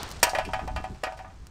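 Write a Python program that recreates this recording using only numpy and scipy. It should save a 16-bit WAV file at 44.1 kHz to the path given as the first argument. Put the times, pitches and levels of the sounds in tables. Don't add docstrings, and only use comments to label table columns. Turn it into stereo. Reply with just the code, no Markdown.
import sys
import numpy as np
from scipy import signal
from scipy.fft import rfft, irfft
from scipy.io import wavfile

SR = 44100
rng = np.random.default_rng(int(sys.argv[2]) if len(sys.argv) > 2 else 0)


def store_pcm(level_fs):
    pcm = np.round(np.clip(level_fs, -1, 1) * 32767).astype(np.int16)
    wavfile.write(sys.argv[1], SR, np.atleast_2d(pcm).T)


N = 66150
T = np.arange(N) / SR
FREQS_HZ = np.fft.rfftfreq(N, 1 / SR)

RANGES_HZ = [800, 2000, 5500]
# t/s, low level/dB, middle level/dB, high level/dB, favoured pitch f/Hz
TOUCHES = [(.229, -24.5, -18, -23, 990), (.270, -25, -31, -47, 680), (0.294, -58, -55, -31.5, 4200),
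           (.333, -28.5, -42, -71, 680), (.3495, -24.5, -25.5, -37.5, 597), (.385, -24.5, -27, -37, 626),
           (.450, -59, -39.5, -42, 2840), (.489, -35.5, -50, -58, 980), (.534, -25.5, -28.5, -39.5, 810),
           (.592, -30.5, -36.5, -53.5, 1250), (.6755, -31.5, -41.5, -53.5, 835),
           (.7615, -31, -32, -41, 1250), (.840, -31.5, -40.5, -47.5, 793), (.945, -51, -54.5, -58.5, 830),
           (1.036, -30, -28.5, -34.5, 1280), (1.070, -33.5, -35.5, -60, 695),
           (1.122, -36, -50.5, -54, 1334), (1.174, -49, -55, -51.5, 593), (1.190, -38, -44.5, -55.5, 736),
           (1.245, -41.5, -45, -81, 1243), (1.299, -53, -57, -68.5, 770)]
# f/Hz, level/dB, t60/s (the time to fade by 60 dB)
CAN_TONES = [(585.7, -9, 0.1), (636.4, -7.5, 0.19), (661.3, -12, 0.22), (743.6, -5, 0.2), (767.7, -6, 0.21),
             (865, -6.5, 0.19), (965.5, -7.5, 0.21), (1227.6, -9, 0.21), (1377, -29, 0.1),
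             (1502, -12, 0.26), (1703, -10.5, 0.23), (1749, -10.5, 0.12), (1894, -6, 0.13),
             (2317, -13.5, 0.18), (2416, -4, 0.096), (2505, -10, 0.15), (2681, -10, .23),
             (2950, -6.5, 0.13), (3176, -9.5, .25), (3980, -22.5, 0.34), (4370, -10.5, 0.059),
             (3940, -17, .15), (4640, 0, 0.067)]
# f/Hz, level/dB
WALL_LEVELS = [(1000, -23.5), (2000, -22.5), (3500, -16.5), (5500, -13), (8000, -21), (11000, -44),
               (15500, -44.5)]
def can_ring(wall_count=170, spot_db=6, spot_octaves=.12, detune=.013):
    wall_hz = 1000 * 15.5 ** ((np.arange(wall_count) + rng.random(wall_count)) / wall_count)
    wall = [(hz, at_hz(WALL_LEVELS, hz), .19 * (2000 / hz) ** .3) for hz in wall_hz]
    hz, tone_db, t60 = np.transpose(CAN_TONES + wall)
    sides = pan(1.5 * rng.standard_normal(len(hz)))
    size = SR // 3
    out = np.zeros((2, N + size))
    for s, *levels, spot_hz in TOUCHES:
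        boost_db = spot_db * np.exp(-(np.log2(hz / spot_hz) / spot_octaves) ** 2 / 2)
        touch_db = at_hz(list(zip(RANGES_HZ, levels)), hz)
        db = tone_db + boost_db + touch_db + 1.5 * rng.standard_normal(len(hz))
        strength = from_db(db) * rng.choice([-1, 1], len(hz))
        bent_hz = hz * (1 + detune * rng.standard_normal(len(hz)))
        lags = rng.integers(0, SR // 1000, len(hz))
        clicks = [signal.unit_impulse(size, lag) for lag in lags]
        rings = np.array([ring(click, f, decay) for click, f, decay in zip(clicks, bent_hz, t60)])
        start = int(s * SR)
        out[:, start:] *= from_db(-.5)
        out[:, start:start + size] += (sides * strength) @ rings
    return out[:, :N]


# f/Hz, level/dB, t60/s
DENT_TONES = [(648, -12.5, 0.052), (949, -13.5, 0.089), (1866, -8.5, 0.027), (3790, -23, 0.052),
              (5010, -34, 0.027), (5360, -29.5, .07), (5630, -7, 0.02), (7390, -31, 0.038),
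              (8340, -11, 0.049)]
# f/Hz, level/dB
CRUNCH_COLOUR = [(80, 1), (250, -4.5), (430, 5.5), (800, -5.5), (1500, -2), (3600, 1.5), (6000, 11.5),
                 (8500, 0.5), (11000, -4.5), (15500, -9)]
def landing(start_s=.2295):
    click = signal.unit_impulse(N, int(start_s * SR))
    dent = sum((-1) ** k * from_db(db) * ring(click, hz, t60)
               for k, (hz, db, t60) in enumerate(DENT_TONES))
    crunch = from_db(-8.5) * noise(CRUNCH_COLOUR)[0] * burst(start_s, t60=.051, hold=.0039)
    return dent + crunch


# f/Hz, level/dB
SCRAPE_COLOUR = [(100, -28.5), (300, -19.5), (500, -17), (1000, -4.5), (2500, 0.5), (5500, 5), (9000, -2.5),
                 (15500, -25)]
def can_scrape():
    rasp = rfft(noise(SCRAPE_COLOUR)[0])
    out = np.zeros(N)
    for s, *levels, _ in TOUCHES:
        touch_db = at_hz(list(zip(RANGES_HZ, levels)), FREQS_HZ)
        out += irfft(rasp * from_db(touch_db), N) * burst(s, t60=.057)
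    return from_db(5) * out


# t/s, level/dB
KNOCKS = [(0.351, -34.5), (.385, -28), (1.034, -27.5), (1.068, -37)]
# f/Hz, level/dB
KNOCK_COLOUR = [(120, -21.5), (280, -10.5), (430, -4), (560, 5.5), (800, -16), (2000, -61)]
def knocks():
    return noise(KNOCK_COLOUR)[0] * sum(from_db(db) * burst(s, t60=.07) for s, db in KNOCKS)


# f/Hz, level/dB
LEFT_LOUDER = [(200, 0), (700, 3), (1300, 0), (1900, 3), (2600, -7), (3500, -2), (5500, -1), (8500, 4),
               (13000, 11)]
# f/Hz, phase/rad
LEFT_LEAD = [(100, 0), (800, .45), (1500, .5), (2200, .1), (2800, 1.7), (3700, 2.3), (5800, 2), (6500, 4),
             (9000, 4.3), (14000, 5)]
def among_rocks(can, tail_db=-23):
    size = 2 * N
    hz = np.fft.rfftfreq(size, 1 / SR)
    tail = rng.standard_normal((2, N)) * burst(.0022, t60=.45)
    tail *= from_db(tail_db) / np.sqrt(np.sum(tail ** 2) / 2)
    direct = np.exp(-1j * np.array([[0], [1]]) * at_hz(LEFT_LEAD, hz))
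    panned = rfft(can, size) * pan(at_hz(LEFT_LOUDER, hz))
    return irfft(panned * (direct + rfft(tail, size)), size)[:, :N]


# t/s, level/dB
GRIT_TICKS = [(0.031, -22), (0.0902, -33.5), (0.105, -34.5), (0.114, -26), (.122, -32), (.200, -43),
              (0.202, -49), (0.678, -37), (.814, -54), (1.469, -36.5)]
# f/Hz, level/dB
GRIT_COLOUR = [(500, 7), (2500, -2.5), (6000, 6.5), (9000, -1), (15500, -8.5)]
def grit():
    return noise(GRIT_COLOUR, count=2) * sum(from_db(db) * burst(s, t60=.012) for s, db in GRIT_TICKS)


# f/Hz, level/dB
DUST_COLOUR = [(1000, -4.5), (3500, -4), (6000, -5), (8500, -8), (11000, -27.5), (15500, -40.5)]
def dust(grains_per_s=4200, spread_db=4.5, fade_db_per_s=11):
    grains = (rng.random((2, N)) < grains_per_s / SR) * rng.standard_normal((2, N))
    grains *= from_db(spread_db * np.minimum(rng.exponential(1, (2, N)), 4))
    patter = irfft(rfft(grains) * from_db(at_hz(DUST_COLOUR, FREQS_HZ)), N)
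    return from_db(-48.5 - fade_db_per_s * T) * rms_one(patter)


# f/Hz, level/dB
ECHO_COLOUR = [(88, -34), (150, -3.5), (267, -7), (495, -2.5), (661, -3), (1030, -1), (2700, -10.5),
               (4290, -10), (15000, -42.5)]
def distant_echo(fade_db_per_s=74):
    return from_db(-34.5 - fade_db_per_s * T) * noise(ECHO_COLOUR, count=2) * pan(-2)


# f/Hz, level/dB
AIR_COLOUR = [(150, -6.5), (330, 1.5), (500, -2.5), (1300, -4), (3000, -15.5), (6000, -17), (10000, -28.5),
              (15000, -34)]
def open_air(fade_db_per_s=6):
    return from_db(-48.5 - fade_db_per_s * T) * noise(AIR_COLOUR, count=2)


# t/s, level/dB
RUMBLE_LEVELS = [(0, -43.5), (.18, -40), (.3, -45), (.52, -37.5), (.69, -38), (.78, -34.5), (.86, -43),
                 (.91, -37), (1.04, -50), (1.2, -48), (1.38, -46.5), (1.46, -45.5)]
# f/Hz, level/dB
RUMBLE_COLOUR = [(15, -2), (40, 0.5), (70, 2.5), (110, -7), (200, -13), (400, -24.5), (1000, -79.5)]
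# t/s, length/s, level/dB
PUFFS = [(0.386, 0.024, -44.5), (0.48, 0.023, -36), (0.564, 0.024, -58), (0.641, 0.027, -40),
         (0.75, 0.064, -55.5), (.80, 0.01, -43), (0.917, 0.025, -42)]
# f/Hz, level/dB
PUFF_COLOUR = [(50, -14), (120, -3), (220, 0), (380, -2), (600, -20), (1500, -50)]
def wind():
    rumble = from_db(np.interp(T, *np.transpose(RUMBLE_LEVELS))) * wide_noise(RUMBLE_COLOUR)
    swells = sum(from_db(db) * np.exp(-(2 * (T - s) / length) ** 2 / 2) for s, length, db in PUFFS)
    puffs = swells * wide_noise(PUFF_COLOUR)
    return rumble * pan(-9) + puffs * pan(-12)


def from_db(db):
    return 10 ** (np.asarray(db) / 20)


def rms_one(x):
    return x / np.sqrt(np.mean(x ** 2) + 1e-20)


def at_hz(points, hz):
    f, value = np.transpose(points)
    return np.interp(np.log(np.maximum(hz, 1)), np.log(f), value)


def pan(db):
    return from_db(np.array([[.5], [-.5]]) * db)


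def noise(colour, count=1):
    white = rng.standard_normal((count, N))
    return rms_one(irfft(rfft(white) * from_db(at_hz(colour, FREQS_HZ)), N))


def wide_noise(colour, alike=.5):
    left, right, both = noise(colour, count=3)
    return np.sqrt(1 - alike) * np.array([left, right]) + np.sqrt(alike) * both


def burst(start, t60, hold=0):
    return (T >= start) * np.exp(-np.log(1000) * np.maximum(T - start - hold, 0) / t60)


def ring(clicks, hz, t60):
    decay, angle = np.exp(-np.log(1000) / (t60 * SR)), 2 * np.pi * hz / SR
    return signal.lfilter([0, np.sin(angle)], [1, -2 * decay * np.cos(angle), decay ** 2], clicks + 1e-18)


def scene():
    can = can_ring() + can_scrape() + knocks() + landing()
    return among_rocks(can) + grit() + dust() + distant_echo() + open_air() + wind()


def record(dry):
    treble_cut = signal.cheby2(12, 60, 16500, fs=SR, output="sos")
    return signal.sosfilt(treble_cut, np.clip(dry, -1, 1))


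dry = scene()
out = record(dry)
store_pcm(out)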